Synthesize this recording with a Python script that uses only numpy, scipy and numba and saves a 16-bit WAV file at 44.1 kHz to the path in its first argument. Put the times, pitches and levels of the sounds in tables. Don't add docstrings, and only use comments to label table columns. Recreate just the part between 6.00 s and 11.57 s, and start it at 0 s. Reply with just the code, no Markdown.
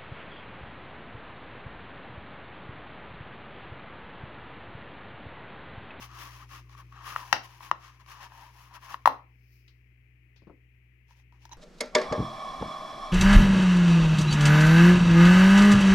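import sys
import numpy as np
from scipy import signal
from scipy.fft import rfft, irfft, next_fast_len
from scipy.io import wavfile
from scipy.ndimage import uniform_filter1d, minimum_filter1d
from numba import njit

SR = 44100
rng = np.random.default_rng(int(sys.argv[2]) if len(sys.argv) > 2 else 0)


def persist_wave(psi):
    counts = np.round(np.clip(psi, -1, 1) * 32767).astype(np.int16)
    wavfile.write(sys.argv[1], SR, np.atleast_2d(counts).T)


N = 245637
TIME = np.arange(N) / SR
DOME_LEFT_DB = 6
HANDS_OFF_S = 3.05

# time_s, low_note_db, octave_db
HUM_LEVELS = [(0.0, -55.5, -53.5), (1.09, -56, -54), (1.39, -62, -57), (1.84, -61, -60), (2.45, -61, -59.5),
              (5.04, -63, -64), (5.57, -57.5, -58)]
# start_s, length_s, drone_db, hiss_db, extra_rasp_db, dome_pitch_hz
STROKES = [(0.0, 0.064, -45, -47, 0, 1110), (0.073, 0.25, -49.5, -57, -6, 1115),
           (0.15, .14, -46, -49, 1, 1130), (0.271, 0.15, -53, -56.5, 0, 1100),
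           (0.389, 0.06, -49, -58.5, -2, 1050), (0.492, .11, -47, -52, -2, 1130),
           (0.698, 0.062, -57, -62, -4.5, 1080), (0.766, 0.055, -49, -58.5, 0, 1150),
           (0.915, 0.2, -47.5, -61.5, -6, 1170), (1.045, 0.091, -38.5, -45.5, 0, 1140),
           (1.115, 0.13, -41.5, -50, 0.5, 1130), (1.211, 0.15, -48.5, -55.5, 0.5, 950),
           (1.429, 0.041, -54, -52, 0, 930), (1.449, 0.16, -56.5, -60.5, -1, 1050),
           (1.605, 0.092, -46.5, -53, 0.5, 1000), (1.716, 0.092, -55.5, -76, -11, 1090),
           (1.801, .11, -51, -57.5, -4.5, 1160), (1.9, 0.082, -61, -69.5, -6, 1100),
           (1.995, 0.029, -53, -62, -5, 1050), (2.072, 0.082, -47.5, -53, -1, 1140),
           (2.138, 0.066, -47.5, -60, -4, 1120), (2.196, 0.075, -43, -51.5, -3.5, 940),
           (2.291, 0.22, -50, -59.5, 0, 930), (2.527, 0.17, -55, -60.5, 1.5, 1030),
           (2.694, .05, -52.5, -69, -3, 1050), (2.736, 0.039, -43, -52, 0, 1000),
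           (2.812, 0.076, -48, -55.5, 0, 1100), (2.881, .075, -42, -50.5, 0, 1040),
           (2.961, 0.053, -61, -86, -4, 1080), (5.082, .065, -69.5, -67.5, -3, 938),
           (5.151, 0.071, -73.5, -69.5, -2.5, 918), (5.319, 0.067, -68.5, -78, -4, 950),
           (5.402, 0.078, -68, -65.5, -5, 915), (5.503, 0.05, -54, -65, -2, 925)]
# start_s, level_db, sharpness_db
FINGER_CATCHES = [(0.695, -53.5, 6), (.750, -46.5, -13), (0.924, -45.5, -8), (1.606, -40, -17),
                  (2.062, -54, 7), (2.32, -44, -19), (5.108, -55.5, -2), (5.324, -58, 0.5),
                  (5.4532, -47, 10), (5.493, -54.5, 8), (5.531, -48.5, 12)]
# start_s, level_db, dome_pitch_hz, ring_s, upper_notes_db, crack_db, snick_db
LID_SNAPS = [(1.1616, -16, 1213, 0.0022, -13.5, -25, -36), (1.3276, -1, 833, .0021, -2, 1.5, -43.5),
             (1.3400, -36, 880, 0.0022, 4.5, 1, -25.5), (1.3580, -37, 745, 0.0011, -2.5, 2, -22),
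             (1.3650, -35, 755, 0.0059, -4, 2.5, -27.5), (1.7134, -10, 1087, 0.0026, -13.5, -16, -54),
             (2.9428, -23.5, 1070, 0.0031, -11, -17.5, -36.5),
             (3.0573, 4, 1063, 0.0025, -15.5, -13.5, -36.5), (3.0747, -3, 916, 0.0034, -19.5, -20.5, -31.5)]
# start_s, thud_db, tick_db
KNOCKS = [(1.3285, -33, -69.5), (1.714, -49, -75), (3.076, -39, -70), (3.679, -85.5, -53.5),
          (4.361, -66.5, -56.5), (4.375, -76, -62), (4.42, -58, -70), (4.47, -47, -73),
          (4.4974, -44.5, -80)]

# pitch_hz, level_db, fade_s, left_db
LID_NOTES = [(1370, -1, 0.01034, 6), (1609, -2, 0.013, 12), (1884, -4.5, .012, 18.5),
             (2580, -13, 0.01537, 17.5), (2720, -3.5, .012, 5), (3135, -9.5, 0.01, 16.5),
             (3990, -8, 0.0082, 3), (5000, -18, .008, -0.5), (5317, -22.5, 0.015, -9)]
CUP_NOTES = [(290, -5, 0.039, 6), (850, -2, 0.063, -9), (975, -5, .03, 1.5), (2870, -19, 0.024, 7),
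             (4000, -1, 0.027, -5), (5630, 0, .02, -6), (6240, 0, 0.033, -18)]
# pitch_hz, left_db
LID_BALANCE = [(150, -2), (400, 6.5), (800, 6.5), (1300, -2), (2200, 19), (3200, 5), (4400, 2.5),
               (6000, -6), (8000, 1.5), (11000, 8.5), (15000, 9)]

# pitch_hz, level_db
WHIR_COLOUR = [(70, -8.5), (130, 3.5), (230, -6.5), (330, -2), (430, -8), (600, -25), (1000, -42.5)]
LEFT_HISS_COLOUR = [(25, -102), (45, -91), (90, -87.5), (200, -99.5), (350, -101), (550, -113),
                    (1000, -115), (1450, -111), (2000, -95), (2500, -94.5), (3000, -106), (3700, -124),
                    (8500, -134), (14000, -124)]
RIGHT_HISS_COLOUR = [(25, -105), (45, -96), (90, -89.5), (200, -95.5), (350, -108), (600, -120),
                     (2000, -125), (6000, -128), (8500, -135), (14000, -127)]
PAPER_COLOUR = [(150, -2), (330, -2.5), (500, -2.5), (900, -8), (1500, -4), (2200, -1), (3050, 3.5),
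                (3900, -2.5), (5200, 1.5), (6300, 0.5), (7300, -9), (8500, -18.5), (15500, -32)]
RASP_COLOUR = [(3000, -37), (7000, -18), (8300, -14), (10300, 4), (15500, -1)]
CRACK_COLOUR = [(150, -19), (400, -8), (700, 3), (1400, 0), (2200, -6.5), (2900, 1.5), (3500, -0.5),
                (4200, -1), (6100, 0.5), (7200, -13), (8500, -18), (11000, -22.5), (15500, -22)]
SNICK_COLOUR = [(3000, -20.5), (6000, 2), (8000, -4), (11000, 2), (15500, -1)]
THUD_COLOUR = [(60, -1), (160, 9), (260, 4), (430, 5.5), (650, -1.5), (1100, -7.5), (2000, -18),
               (4000, -58.5)]
TICK_COLOUR = [(500, -25.5), (1500, -2.5), (2800, 0.5), (4500, 2.5), (6300, -8.5), (8000, -27),
               (15000, -22.5)]
SKIN_COLOUR = [(2500, -20), (4200, -3), (5200, 3.5), (6300, -4), (8000, -19.5), (10500, -9), (13000, -3),
               (15500, -0.5)]
ECHO_COLOUR = [(100, -8.5), (300, 13.5), (550, 3.5), (1000, -6), (2000, -3.5), (5000, 3), (8000, -6),
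               (15000, 0)]


def from_db(db):
    return 10 ** (np.asarray(db) / 20)


def unit_level(x):
    return x / np.sqrt(np.mean(x ** 2) + 1e-20)


def pan(left_db):
    return from_db(np.array([[.5], [-.5]]) * left_db)


def keep_band(x, kind, hz, order=2):
    return signal.sosfilt(signal.butter(order, hz, kind, fs=SR, output="sos"), x)


def colour(x, points, share=1):
    size = 2 * next_fast_len(x.shape[-1])
    hz, db = np.transpose(points)
    curve_db = np.interp(np.log(np.fft.rfftfreq(size, 1 / SR) + 1), np.log(hz), db)
    cepstrum = irfft(np.log(from_db(share * curve_db)))
    cepstrum[1:size // 2] *= 2
    cepstrum[size // 2 + 1:] = 0
    return irfft(rfft(x, size) * np.exp(rfft(cepstrum)))[..., :x.shape[-1]]


def fade(fade_s):
    return np.exp(-np.log(1000) * TIME[:int(1.5 * fade_s * SR)] / fade_s)


def tone(hz, fade_s):
    level = fade(fade_s)
    return level * np.sin(2 * np.pi * hz * TIME[:len(level)])


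def burst(fade_s):
    level = fade(fade_s)
    return level * rng.standard_normal((2, N))[:, :len(level)]


def drift(per_s):
    return unit_level(keep_band(rng.standard_normal(N), "low", per_s))


def add(out, start_s, sound):
    start = int(start_s * SR)
    part = sound[..., :N - start]
    out[..., start:start + part.shape[-1]] += part


def convolve(x, response):
    return signal.fftconvolve(np.atleast_2d(x), np.atleast_2d(response), axes=-1)[:, :N]


def ringing(force, notes):
    response = np.zeros((2, SR // 10))
    for k, (hz, db, fade_s, left_db) in enumerate(notes):
        add(response, 0, (-1) ** k * from_db(db) * pan(left_db) * tone(hz, fade_s))
    return convolve(force, keep_band(response, "high", notes[0][0] / 2))


def background(mains_hz=60, whir_db=-15):
    low_db, octave_db = (np.interp(TIME, np.transpose(HUM_LEVELS)[0], levels)
                         for levels in np.transpose(HUM_LEVELS)[1:])
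    phase = 2 * np.pi * mains_hz * TIME
    hum = np.sqrt(2) * (from_db(low_db) * np.sin(phase) + from_db(octave_db) * np.cos(2 * phase))
    whir = from_db(octave_db + whir_db) * unit_level(colour(rng.standard_normal(N), WHIR_COLOUR))
    noise = rng.standard_normal((3, N)) * np.sqrt(SR / 2)
    shared = colour(noise[2], [(300, -5), (700, -12), (2000, -29)])
    left, right = shared + colour(noise[:2], [(100, -11.5), (300, -6), (700, -0.5)])
    hiss = np.array([colour(left, LEFT_HISS_COLOUR), colour(right, RIGHT_HISS_COLOUR)])
    return hum * pan(2.047) + whir * pan(6.2) + keep_band(hiss, "high", 40)


def drone_level(creep_db=-70.5, skew=0.84, roundness=.45, let_go_s=.006):
    power = from_db(creep_db) ** 2 * (TIME < HANDS_OFF_S) + 1e-18
    for start_s, length_s, db, *_ in STROKES:
        progress = (TIME[:int(length_s * SR)] / length_s) ** skew
        arch = (4 * progress * (1 - progress)) ** roundness
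        add(power, start_s, (from_db(db) * arch) ** 2)
    linger = np.exp(-1 / (let_go_s * SR))
    return np.sqrt(signal.lfilter([1 - linger], [1, -linger], power))


def hiss_level(levels_db, creep_db=-75, peak_share=0.51, width_share=0.47, squareness=2.3):
    power = from_db(creep_db) ** 2 * (TIME < HANDS_OFF_S) + 1e-18
    for (start_s, length_s, *_), db in zip(STROKES, levels_db):
        from_peak = np.abs(TIME - start_s - peak_share * length_s) / (width_share * length_s)
        near = from_peak < np.pi
        power[near] += (from_db(db) * np.exp(-from_peak[near] ** squareness)) ** 2
    return np.sqrt(power)


def dome_pitch(time_s):
    start_s, length_s, *_, hz = np.transpose(STROKES)
    return np.interp(time_s, start_s + length_s / 2, hz)


def slips(per_s, spread_db):
    sizes = from_db(spread_db * np.minimum(rng.exponential(1, N), 4)) * rng.choice([-1, 1], N)
    return unit_level(sizes * (rng.random(N) < per_s / SR))


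@njit
def gliding_ring(x, pitch_hz, width_hz):
    turn = 2 * np.pi * pitch_hz / SR
    linger = np.exp(-np.pi * width_hz / SR)
    y = np.zeros(len(x))
    for i in range(2, len(x)):
        y[i] = x[i] - x[i - 2] + 2 * linger * np.cos(turn[i]) * y[i - 1] - linger * linger * y[i - 2]
    return y


def from_lid(x):
    return np.array([colour(x[0], LID_BALANCE, 0.57), colour(x[1], LID_BALANCE, -0.34)])


def rubbing(dome_db=-4.5, upper_db=-7, rasp_db=-6, wander_share=.05, hiss_share=.35, grit_db=1.3):
    *_, hiss_db, extra_rasp_db, _ = np.transpose(STROKES)
    drone, hiss, rasp = drone_level(), hiss_level(hiss_db), hiss_level(hiss_db + extra_rasp_db)
    dome_hz = dome_pitch(TIME) * (1 + wander_share * drift(per_s=26))
    dome = gliding_ring(slips(per_s=6000, spread_db=0), dome_hz, width_hz=165)
    dome = keep_band(dome, "band", [680, 1600])
    fibres = from_lid(np.array([slips(per_s=14000, spread_db=2.5) for side in range(2)]))
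    fibres *= from_db(grit_db * drift(per_s=120))
    upper_notes = ringing(slips(per_s=6300, spread_db=2), LID_NOTES[1:])
    upper_level = drone * (hiss / drone) ** hiss_share
    return (from_db(dome_db) * drone * unit_level(dome) * pan(DOME_LEFT_DB)
            + from_db(upper_db) * upper_level * unit_level(upper_notes)
            + hiss * unit_level(colour(fibres, PAPER_COLOUR))
            + from_db(rasp_db) * rasp * unit_level(colour(fibres, RASP_COLOUR)))


def tick_rows(ring_s=0.0058):
    return [(start_s, db, dome_pitch(start_s), ring_s, -5 + 0.2 * sharp_db, sharp_db,
             -21 + 0.63 * sharp_db) for start_s, db, sharp_db in FINGER_CATCHES]


def buckles(rows, rise_s=0.00031, dome_boost_db=2, crack_cut_db=3):
    dome, kicks, cracks, snicks = np.zeros(N), np.zeros(N), np.zeros((2, N)), np.zeros((2, N))
    t = TIME[:SR // 20]
    for start_s, db, hz, ring_s, upper_db, crack_db, snick_db in rows:
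        swing = (1 - np.exp(-(t / rise_s) ** 2)) * np.exp(-(t / ring_s) ** 2)
        add(dome, start_s, -from_db(db + dome_boost_db) * swing * np.sin(2 * np.pi * hz * t))
        add(kicks, start_s, from_db([db + upper_db]))
        add(cracks, start_s, from_db(db + crack_db - crack_cut_db) * burst(fade_s=0.015))
        add(snicks, start_s, from_db(db + snick_db) * burst(fade_s=0.032))
    crackle = from_lid(colour(cracks, CRACK_COLOUR) + colour(snicks, SNICK_COLOUR))
    return keep_band(dome, "high", 520) * pan(DOME_LEFT_DB) + ringing(kicks, LID_NOTES) + crackle


def knocks(ring_db=-5, rattle_db=9):
    rings, rattles, ticks = np.zeros(N), np.zeros(N), np.zeros((2, N))
    for start_s, thud_db, tick_db in KNOCKS:
        add(rings, start_s, from_db(thud_db + ring_db) * tone(hz=393, fade_s=0.0094))
        add(rattles, start_s, from_db(thud_db + rattle_db) * burst(fade_s=0.09)[0])
        add(ticks, start_s, from_db(tick_db) * burst(fade_s=0.14))
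    return (rings + colour(rattles, THUD_COLOUR) + colour(ticks, TICK_COLOUR)) * pan(left_db=7.46)


def hand_swish(peak_s=3.54, peak_db=-68, rise_db_per_s=85, fall_db_per_s=70):
    drop_db = np.maximum(rise_db_per_s * (peak_s - TIME), fall_db_per_s * (TIME - peak_s))
    level = from_db(peak_db - drop_db + drift(per_s=19.8))
    return level * unit_level(colour(rng.standard_normal((2, N)), SKIN_COLOUR)) * pan(left_db=3)


def creak(start_s=5.514, length_s=.026, ramp_s=0.0038, level_db=-45, sag_db_per_s=60, slip_hz=925):
    t = TIME - start_s
    ramp = np.clip(np.minimum(t, length_s - t) / ramp_s, 0, 1)
    force = ramp * from_db(level_db - sag_db_per_s * np.maximum(t, 0))
    jerk_count = np.floor(np.cumsum(slip_hz * (1 + .05 * drift(per_s=300))) / SR)
    jerks = np.diff(jerk_count, prepend=0) * (1 + .5 * rng.standard_normal(N))
    wall = ringing(keep_band(jerks, "low", 4000, order=1), CUP_NOTES)
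    scratch = colour(jerks * rng.standard_normal((2, N)), PAPER_COLOUR)
    return force * (unit_level(wall) + from_db(-14) * unit_level(scratch))


def room(x, near_s=.0025, near_db=-15, walls_s=0.011, walls_db=-14, treble_hz=2188):
    near, walls = burst(fade_s=.06), np.zeros((2, N))
    add(walls, 0, keep_band(burst(fade_s=0.29), "low", treble_hz))
    add(walls, 0, keep_band(burst(fade_s=.24), "high", treble_hz))
    echo = np.zeros((2, SR))
    add(echo, near_s, from_db(near_db) * near / np.linalg.norm(near[0]))
    add(echo, walls_s, from_db(walls_db) * walls[:, :SR // 2] / np.linalg.norm(walls[0]))
    middle, side = colour(echo, ECHO_COLOUR) / np.sqrt(2)
    side = keep_band(side, "high", 600)
    blended = .75 * x + .25 * x[::-1]
    return x + convolve(blended, np.array([middle + side, middle - side]))


def scene():
    left, right = rubbing() + buckles(LID_SNAPS + tick_rows()) + creak()
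    left = np.concatenate([np.zeros(3), left[:-3]])
    return room(np.array([left, right]) + knocks() + hand_swish()) + background()


def record(dry, ceiling=.98, smooth_samples=161, cutoff_hz=15900):
    needed = np.minimum(1, ceiling / (np.abs(dry).max(axis=0) + 1e-9))
    gain = uniform_filter1d(minimum_filter1d(needed, size=smooth_samples), size=smooth_samples)
    return signal.sosfilt(signal.ellip(10, .1, 80, cutoff_hz, fs=SR, output="sos"), gain * dry)


dry = scene()
out = record(dry)
persist_wave(out)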